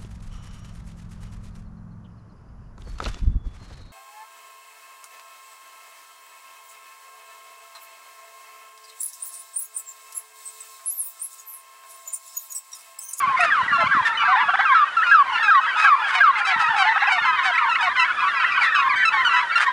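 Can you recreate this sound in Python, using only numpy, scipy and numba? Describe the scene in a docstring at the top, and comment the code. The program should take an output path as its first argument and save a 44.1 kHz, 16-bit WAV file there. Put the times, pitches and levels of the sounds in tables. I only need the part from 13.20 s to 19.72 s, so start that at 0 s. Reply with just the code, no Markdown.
"""Open pasture, in the middle of a large flock of turkeys. Near birds slide, whistle, yelp, purr and
cluck over a dense babble of further birds. Each note is a gliding stack of harmonics coloured by
throat and beak; turbulent air adds the rasp. Wind thuds on the microphone over a rustle of feet and
feathers, and gain control ducks under the loud calls."""
import sys
import numpy as np
from scipy import signal
from scipy.fft import rfft, irfft
from scipy.io import wavfile
from scipy.ndimage import uniform_filter1d
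from numba import njit

SR = 44100
rng = np.random.default_rng(int(sys.argv[2]) if len(sys.argv) > 2 else 0)


def output_pcm(signal):
    """Save a mono or channel-first signal as 16-bit PCM at the path in sys.argv[1].

    Samples are clipped to [-1, 1] before scaling.
    """
    pcm = np.clip(np.atleast_2d(signal).T, -1, 1) * 32767
    wavfile.write(sys.argv[1], SR, np.round(pcm).astype(np.int16))


N = 287532

# Harmonic levels (second_db, upper_db for the 3rd-4th) are relative to the fundamental.
# sliding notes: start_s, length_s, first_hz, target_hz, level_db, second_db
SLIDES = [(.065, 0.1, 1165, 1008, -22, -22), (.165, .1, 2236, 1705, -24.5, -33),
          (0, 0.065, 1204, 1000, -22, -12), (.299, 0.0334, 2010, 1666, -21, -33),
          (.25, 0.051, 1300, 1187, -21.5, -8.5), (1.42, 0.072, 1610, 1560, -24, -29),
          (.476, 0.064, 2037, 1568, -24, -41), (.52, 0.057, 1236, 1060, -21, -20),
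          (.849, 0.039, 1852, 1766, -20, -16.5), (.97, 0.059, 3040, 2870, -26.5, -26),
          (.99, 0.11, 1152, 1177, -25.5, -9.5), (1.075, 0.1, 715, 798, -29.5, 4.5),
          (1.155, 0.075, 780, 1046, -23.5, -3.5), (1.449, 0.092, 1410, 1005, -17.5, -10),
          (1.835, 0.13, 1490, 1305, -21, -12), (1.862, 0.071, 1220, 1292, -30.5, -0.5),
          (2.14, 0.096, 870, 917, -41.5, 13.5), (2.225, 0.084, 1335, 1210, -23, -3.5),
          (2.565, 0.09, 1250, 1290, -20, -8), (3.39, 0.18, 993, 871, -29.5, 0.5),
          (3.647, 0.084, 829, 910, -21, -2), (4.047, 0.067, 1087, 982, -23.5, -0.5),
          (4.05, 0.099, 1380, 1237, -24.5, -11), (4.377, 0.068, 1352, 1200, -21.5, -19),
          (4.42, 0.061, 1125, 1010, -27, -20), (4.665, 0.031, 1080, 1100, -18.5, -20),
          (4.793, 0.044, 1374, 1270, -22, 3.5), (5.035, 0.06, 1113, 1165, -22, -14),
          (5.195, 0.056, 1428, 1226, -23.5, -4), (5.315, 0.082, 1270, 1270, -34.5, -2),
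          (5.407, 0.09, 2470, 1715, -22.5, -16.5), (5.518, 0.037, 1910, 1590, -20.5, -20.5),
          (5.545, 0.074, 1330, 1224, -25, 1), (5.545, .14, 1200, 1043, -20, -13),
          (5.69, 0.057, 2520, 1890, -25, -18), (5.754, 0.091, 1580, 1523, -24.5, -10),
          (5.822, 0.035, 1770, 1750, -20, -36), (5.848, 0.05, 1340, 1292, -20.5, 2),
          (5.925, .1, 1160, 1015, -22.5, -2), (6., 0.044, 2240, 1760, -24, -32),
          (6.045, 0.088, 1573, 1317, -22, -2.5), (6.132, 0.03, 1500, 1600, -19.5, -30),
          (6.16, 0.046, 1318, 1300, -24, -3), (6.352, 0.035, 1403, 1356, -17.5, -3),
          (6.46, 0.025, 1760, 1940, -20.5, -20), (6.475, 0.025, 1025, 1026, -22.5, -13)]
# slides that end in an upward flick: start_s, length_s, first_hz, target_hz, level_db, second_db
HOOKS = [(.525, .14, 1422, 1290, -24, -8), (.6, 0.082, 1055, 1015, -25.5, -1.5),
         (1.765, 0.063, 1401, 1256, -18, -16), (2.12, 0.068, 1553, 1285, -27, -2),
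         (2.41, 0.059, 1307, 1250, -21.5, -10.5), (3.395, 0.1, 1340, 1220, -19.5, -9),
         (4.33, 0.061, 1994, 1910, -25, -17), (4.49, 0.072, 1450, 1240, -26, 2),
         (4.76, 0.099, 1060, 964, -26, 3.5), (6.128, 0.091, 1012, 983, -25, 1)]
# the nearest hen's whistles: break_s, fall_s, arch_db, fall_db, last_hz
WHISTLES = [(0.347, 0.078, -19, -19, 998), (0.741, 0.074, -17, -17.5, 986), (1.082, 0.082, -20, -17.5, 983),
            (1.549, 0.1, -18, -12.5, 1162), (1.944, 0.089, -10, -10, 1084), (2.311, .092, -13, -11.5, 1045),
            (2.677, 0.083, -12, -11.5, 1081), (3.036, 0.081, -12, -11.5, 1070)]
# low, reedy yelps: start_s, length_s, level_db, pitch_hz, upper_db
YELPS = [(0.185, 0.071, -25.5, 718, -8), (0.573, 0.059, -30.5, 687, -22), (2.635, 0.059, -34.5, 785, 7),
         (2.942, 0.068, -32.5, 748, 6), (3.263, 0.069, -30, 781.6, 3.5), (3.576, 0.079, -26.5, 784, 0.5),
         (3.912, 0.07, -31.5, 754.5, 3), (4.245, 0.065, -28.5, 764.6, 1.5), (4.62, 0.064, -28.5, 754, 2)]
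# the droop through a yelp: pitch_ratio
YELP_GLIDE = [1.01, 1.0, .96, .915]
# two purrs of three putts: start_s, level_db, pitch_hz, between_harmonics_db
PUTTS = [(1.281, -28, 722, 9), (1.333, -23.5, 768, 3.5), (1.387, -22, 773, 3.5), (3.757, -25.5, 796, 6),
         (3.817, -22, 814, -6), (3.872, -22.5, 810, -21)]
# sharp clucks: start_s, level_db, first_hz
CLUCKS = [(1.82, -15, 1520), (2.472, -25, 1570), (3.206, -22.5, 1444), (4.372, -17, 1860),
          (4.55, -16.5, 1705), (5.238, -19.5, 1586)]
# one close squeak: start_s, length_s, first_hz, last_hz, level_db
SQUEAK = (.202, .042, 1235, 1345, -24)
# hoarse, unpitched squawks: middle_s, half_length_s, level_db
SQUAWKS = [(0.246, 0.013, -19.5), (0.873, 0.02, -23), (6.381, 0.012, -23), (2.606, 0.028, -21.5),
           (2.898, 0.027, -25), (3.19, 0.015, -24.5), (3.413, 0.021, -24), (5.437, 0.031, -23),
           (6.422, 0.024, -19)]
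# throat and beak colour: frequency_hz, gain_db
THROAT = [(700, -19.5), (1600, -5), (3100, -23.5), (3900, -28), (4800, -28.5), (5600, -37), (8000, -41.5),
          (11000, -51.5)]
# swell of the further birds: time_s, level_db
BABBLE_SWELL = [(0.0, -29), (1.38, -21.5), (1.91, -33), (2.42, -23), (3.9, -23), (5.1, -21.5),
                (6.52, -23.5)]
# puffs of wind on the microphone: start_s, strength_db
THUDS = [(0.064, -38), (0.226, -47), (0.419, -37.5), (0.506, -36), (0.628, -30), (0.738, -31.5),
         (1.217, -44), (3.351, -38), (3.48, -42.5), (4.008, -46)]
# wind strength: time_s, level_db
WIND = [(0.0, -56.5), (2.45, -66), (6.52, -61)]
# colour of wind, feet and feathers: frequency_hz, gain_db
RUSTLE_COLOUR = [(20, -39), (60, -11), (130, -12), (500, -7), (1300, 11), (3000, -6), (6000, -18),
                 (11000, -27)]


def slides(table, flick=1):
    """Near birds glide between two pitches; flick is a pitch ratio reached over the last fifth."""
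    start_s, length_s, first_hz, target_hz, db, second_db = np.transpose(table)
    interval = target_hz / first_hz
    path_hz = first_hz[:, None] * interval[:, None] ** (np.linspace(0, 1, 6) ** .8)  # quicker at first
    path_hz[:, -1] *= flick
    # reedy notes are strong in both the 2nd and upper harmonics; wide slides are duller
    upper_db = -12 + .99 * second_db - 55 * np.log2(interval) ** 2
    return voices(start_s, length_s, path_hz, db, second_db, upper_db,
                  waver=.0085, flutter_db=2, lift_db=-1.34)


def whistles(arch_s=.038, break_hz=1404):
    """The nearest hen repeats a round whistle: a short arch, a break, a long fall."""
    break_s, fall_s, arch_db, fall_db, last_hz = np.transpose(WHISTLES)
    arch_hz = np.tile([1530., 1610, 1645, 1561, 1435], (len(break_s), 1))
    arch = voices(break_s - arch_s + .003, arch_s, arch_hz, arch_db, -28.5, -41.5,
                  waver=.0065, attack_s=.0078)
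    fall_hz = last_hz[:, None] + np.outer(break_hz - last_hz, (1 - np.linspace(0, 1, 6)) ** 1.6)
    fall = voices(break_s - .003, fall_s, fall_hz, fall_db, -27.5, -31,
                  waver=.006, attack_s=.0054, lift_db=-4)
    return arch + fall


def squeak():
    """One close, rising squeak with strong top harmonics."""
    start_s, length_s, first_hz, last_hz, db = SQUEAK
    path_hz = np.array([[first_hz, (first_hz + last_hz) / 2, last_hz, last_hz]])
    return voices([start_s], length_s, path_hz, db, 2.1, -17.5, waver=.0067, flutter_db=4, lift_db=3.6)


def yelps():
    """Each yelp opens on a short higher note, then breaks down into a reedy, drooping body."""
    start_s, length_s, db, hz, upper_db = np.transpose(YELPS)
    body = voices(start_s + .0045, length_s, np.outer(hz, YELP_GLIDE), db, 2.9, upper_db,
                  waver=.0028, flutter_db=2, attack_s=.0068, lift_db=-.16)
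    opening = voices(start_s - .016, .021, np.outer(hz, [1.66, 1.63]), db + upper_db, -2, -11,
                     waver=.012, flutter_db=3, attack_s=.008)
    return body + opening


def purrs():
    """Quick upturned putts; strong-weak cycles add a tone between the first two harmonics."""
    start_s, db, hz, between_db = np.transpose(PUTTS)
    path_hz = np.outer(hz, [.92, 1, 1.03, 1.52])
    putts = voices(start_s, .029, path_hz, db, 2.6, -18.5)
    return putts + voices(start_s, .0273, 1.6 * path_hz, db + between_db, -20, -48)


def clucks():
    """Sharp, nearly pure blips that shoot up a fourth."""
    start_s, db, hz = np.transpose(CLUCKS)
    return voices(start_s, .02, np.outer(hz, [1, 1.33]), db, -28, -42, waver=.012, flutter_db=1.5)


def voices(start_s, length_s, path_hz, db, second_db, upper_db,
           waver=.0017, flutter_db=-.5, attack_s=.0071, lift_db=0, harmonics=14):
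    """Trembling calls shaped by the throat; lift_db is added per harmonic above the third."""
    columns = np.broadcast_arrays(start_s, length_s, db, second_db, upper_db)
    start_s, length_s, db, second_db, upper_db = (np.array(column, float) for column in columns)
    pitch_hz = path_hz.mean(axis=1)[:, None]
    hz = pitch_hz * np.arange(1, harmonics + 1)
    throat_db = np.minimum(colour(THROAT, hz) - colour(THROAT, 3.5 * pitch_hz), 1.5)
    harmonic_db = upper_db[:, None] + throat_db + .78 * rng.standard_normal(hz.shape)
    harmonic_db += lift_db * np.maximum(np.arange(harmonics) - 2, 0)
    harmonic_db[:, 0], harmonic_db[:, 1] = 0, second_db
    gains = np.sqrt(2) * undb(harmonic_db + db[:, None]) * (hz < .4 * SR)
    return syrinx(start_s, length_s, np.ascontiguousarray(path_hz), gains,
                  1 + waver * walk(150), undb(flutter_db * walk(120)), attack_s, release_s=.0046)


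@njit
def syrinx(start_s, length_s, path_hz, gains, waver, flutter, attack_s, release_s):
    """The bird's voice box: a harmonic stack glides through pitches evenly spaced in time."""
    out = np.zeros(N)
    for call in range(len(start_s)):
        first, n, phase = int(start_s[call] * SR), int(length_s[call] * SR), 1. * call
        path = path_hz[call]
        for i in range(max(0, -first), min(n, N - first)):
            along = (len(path) - 1) * i / n
            k = int(along)
            own = (first + i + 7919 * call) % N  # each call trembles in its own way
            hz = (path[k] + (along - k) * (path[k + 1] - path[k])) * waver[own]
            phase += 2 * np.pi * hz / SR
            twice_cos, below, harmonic, stack = 2 * np.cos(phase), 0., np.sin(phase), 0.
            # the beak closes through the call, so high harmonics fade first
            closing, beak_gain = 1 - .2 * i / n, 1.
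            for gain in gains[call]:
                stack += gain * harmonic * beak_gain
                beak_gain *= closing
                below, harmonic = harmonic, twice_cos * harmonic - below  # next sine up
            edge = min(1., i / (attack_s * SR), (n - i) / (release_s * SR))
            out[first + i] += stack * np.sin(edge * np.pi / 2) ** 2 * flutter[own]
    return out


def rasp():
    """Squawks, and the crack that opens each reedy yelp: turbulent air crackling through the throat."""
    t, puffs = np.arange(N) / SR, np.zeros(N)
    cracks = [(start_s + .0047, .01, db + upper_db + 3) for start_s, _, db, _, upper_db in YELPS]
    for middle_s, half_s, db in cracks + SQUAWKS:
        span = slice(max(int((middle_s - 3 * half_s) * SR), 0), int((middle_s + 3 * half_s) * SR))
        puffs[span] += undb(db) * np.exp(-((t[span] - middle_s) / half_s) ** 2)
    throat = undb(.88 * colour(THROAT, np.fft.rfftfreq(N, 1 / SR)))
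    air = irfft(rfft(rng.standard_normal(N)) * throat, N)
    air = signal.sosfilt(signal.butter(4, 900, "high", fs=SR, output="sos"), air)
    return level(air * undb(2 * walk(400)), 0) * puffs


def babble(calls=850):
    """Further birds at random: short calls tend to rise, long ones to fall, all dulled by distance."""
    when, size, distance, brightness = rng.random((calls, 4)).T
    pitch_spread, fall_spread, *wobble = rng.standard_normal((calls, 6)).T
    middle_hz = np.clip(1450 * np.exp(.25 * pitch_spread), 860, 2700)
    fall = .0898 * size - .035 + .02585 * fall_spread
    path_hz = np.transpose([middle_hz * np.exp(-fall * (k - 1.5) + .0141 * wobble[k]) for k in range(4)])
    start_s, length_s = when * (N / SR + .1) - .1, .0231 + .085 * size ** 2
    db, second_db = -4.2 * np.log(distance + .19), -16 + 14 * brightness
    crowd = voices(start_s, length_s, path_hz, db, second_db, .7 * second_db - 13,
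                   waver=.012, flutter_db=3.5, attack_s=.0076)
    crowd = signal.sosfilt(signal.butter(3, 3200, fs=SR, output="sos"), crowd)
    return level(crowd, 0) * undb(fader_db(BABBLE_SWELL))


def body_scatter(birds, decay_s=.17, wet_db=-13):
    """Open air: only a faint scatter of the calls among the bodies."""
    t = np.arange(SR // 5) / SR
    response = rng.standard_normal(len(t)) * np.exp(-np.log(1000) * t / decay_s)
    response *= undb(wet_db) / np.sqrt(np.sum(response ** 2))
    response[0] = 1  # direct sound
    return signal.fftconvolve(birds, response)[:N]


def wind_thuds():
    """Each puff on the microphone is a cluster of one-cycle pressure bumps, the first the strongest."""
    out, t = np.zeros(N + SR), np.arange(-600, 600) / SR
    for start_s, db in THUDS:
        for k, (late, size, speed) in enumerate(rng.random((9, 3))):
            cycles = 110 * (1 + 1.87 * speed) * t
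            bump = np.sin(2 * np.pi * cycles) * np.exp(-(1.66 * cycles) ** 2)
            gain = 1.95 * undb(db - .5 - 1.5 * k) * (2 * size - 1 if k else 1)
            at = int((start_s + .014 * k * (.5 + late)) * SR)
            out[at:at + len(t)] += gain * bump
    return out[:N]


def rustle():
    """Wind, feet and feathers: a bed of hiss whose lows come in gusts and whose highs flicker."""
    hz = np.fft.rfftfreq(N, 1 / SR)
    hiss = rfft(rng.standard_normal(N)) * undb(colour(RUSTLE_COLOUR, hz))
    lows = 1 / (1 + (hz / 300) ** 4)
    gusts = level(irfft(hiss * lows, N), 0) * undb(fader_db(WIND) + 4.3 * walk(9))
    flicker = irfft(hiss * (1 - lows), N) * undb(.83 * walk(7.4))
    return gusts + level(flicker, -35)


def undb(db):
    """dB to gain."""
    return 10 ** (np.asarray(db) / 20)


def level(x, db):
    """Scale to an rms level."""
    return x * undb(db) / np.sqrt(np.mean(x ** 2))


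def fader_db(table):
    """A level ride through the table's points."""
    return np.interp(np.arange(N) / SR, *np.transpose(table))


def colour(table, hz):
    """Read an EQ curve in dB on a log-frequency axis."""
    points_hz, db = np.transpose(table)
    return np.interp(np.log(np.maximum(hz, 1)), np.log(points_hz), db)


def walk(rate_hz):
    """Smooth random modulation: held steps, slewed twice, with a spread of 1."""
    hold = max(int(SR / rate_hz), 1)
    steps = np.repeat(rng.standard_normal(N // hold + 1), hold)
    smooth = uniform_filter1d(uniform_filter1d(steps, hold), hold)[:N]
    return smooth / smooth.std()


@njit
def follow(x, attack_s, release_s):
    """Envelope follower with separate rise and fall times."""
    out, envelope = np.empty(len(x)), 0.
    for i, size in enumerate(np.abs(x)):
        envelope += (size - envelope) / (SR * (attack_s if size > envelope else release_s))
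        out[i] = envelope
    return out


def scene():
    """Near birds in front, the flock behind, wind and rustle underneath, in mono."""
    near = slides(SLIDES) + slides(HOOKS, flick=1.2) + whistles() + squeak() + yelps() + purrs() + clucks()
    return (body_scatter(near + rasp() + babble()) + wind_thuds() + rustle())[None]


def record(dry):
    """Gain control ducks under loud calls; the top is cut steeply."""
    threshold, ratio, top_hz = undb(-17), 1.7, 11010
    envelope = follow(dry[0], attack_s=.05, release_s=.06)
    ducked = dry * (threshold / np.maximum(envelope, threshold)) ** (1 - 1 / ratio)
    return signal.sosfilt(signal.ellip(16, .2, 60, top_hz, fs=SR, output="sos"), ducked)


dry = scene()
out = record(dry)
output_pcm(out)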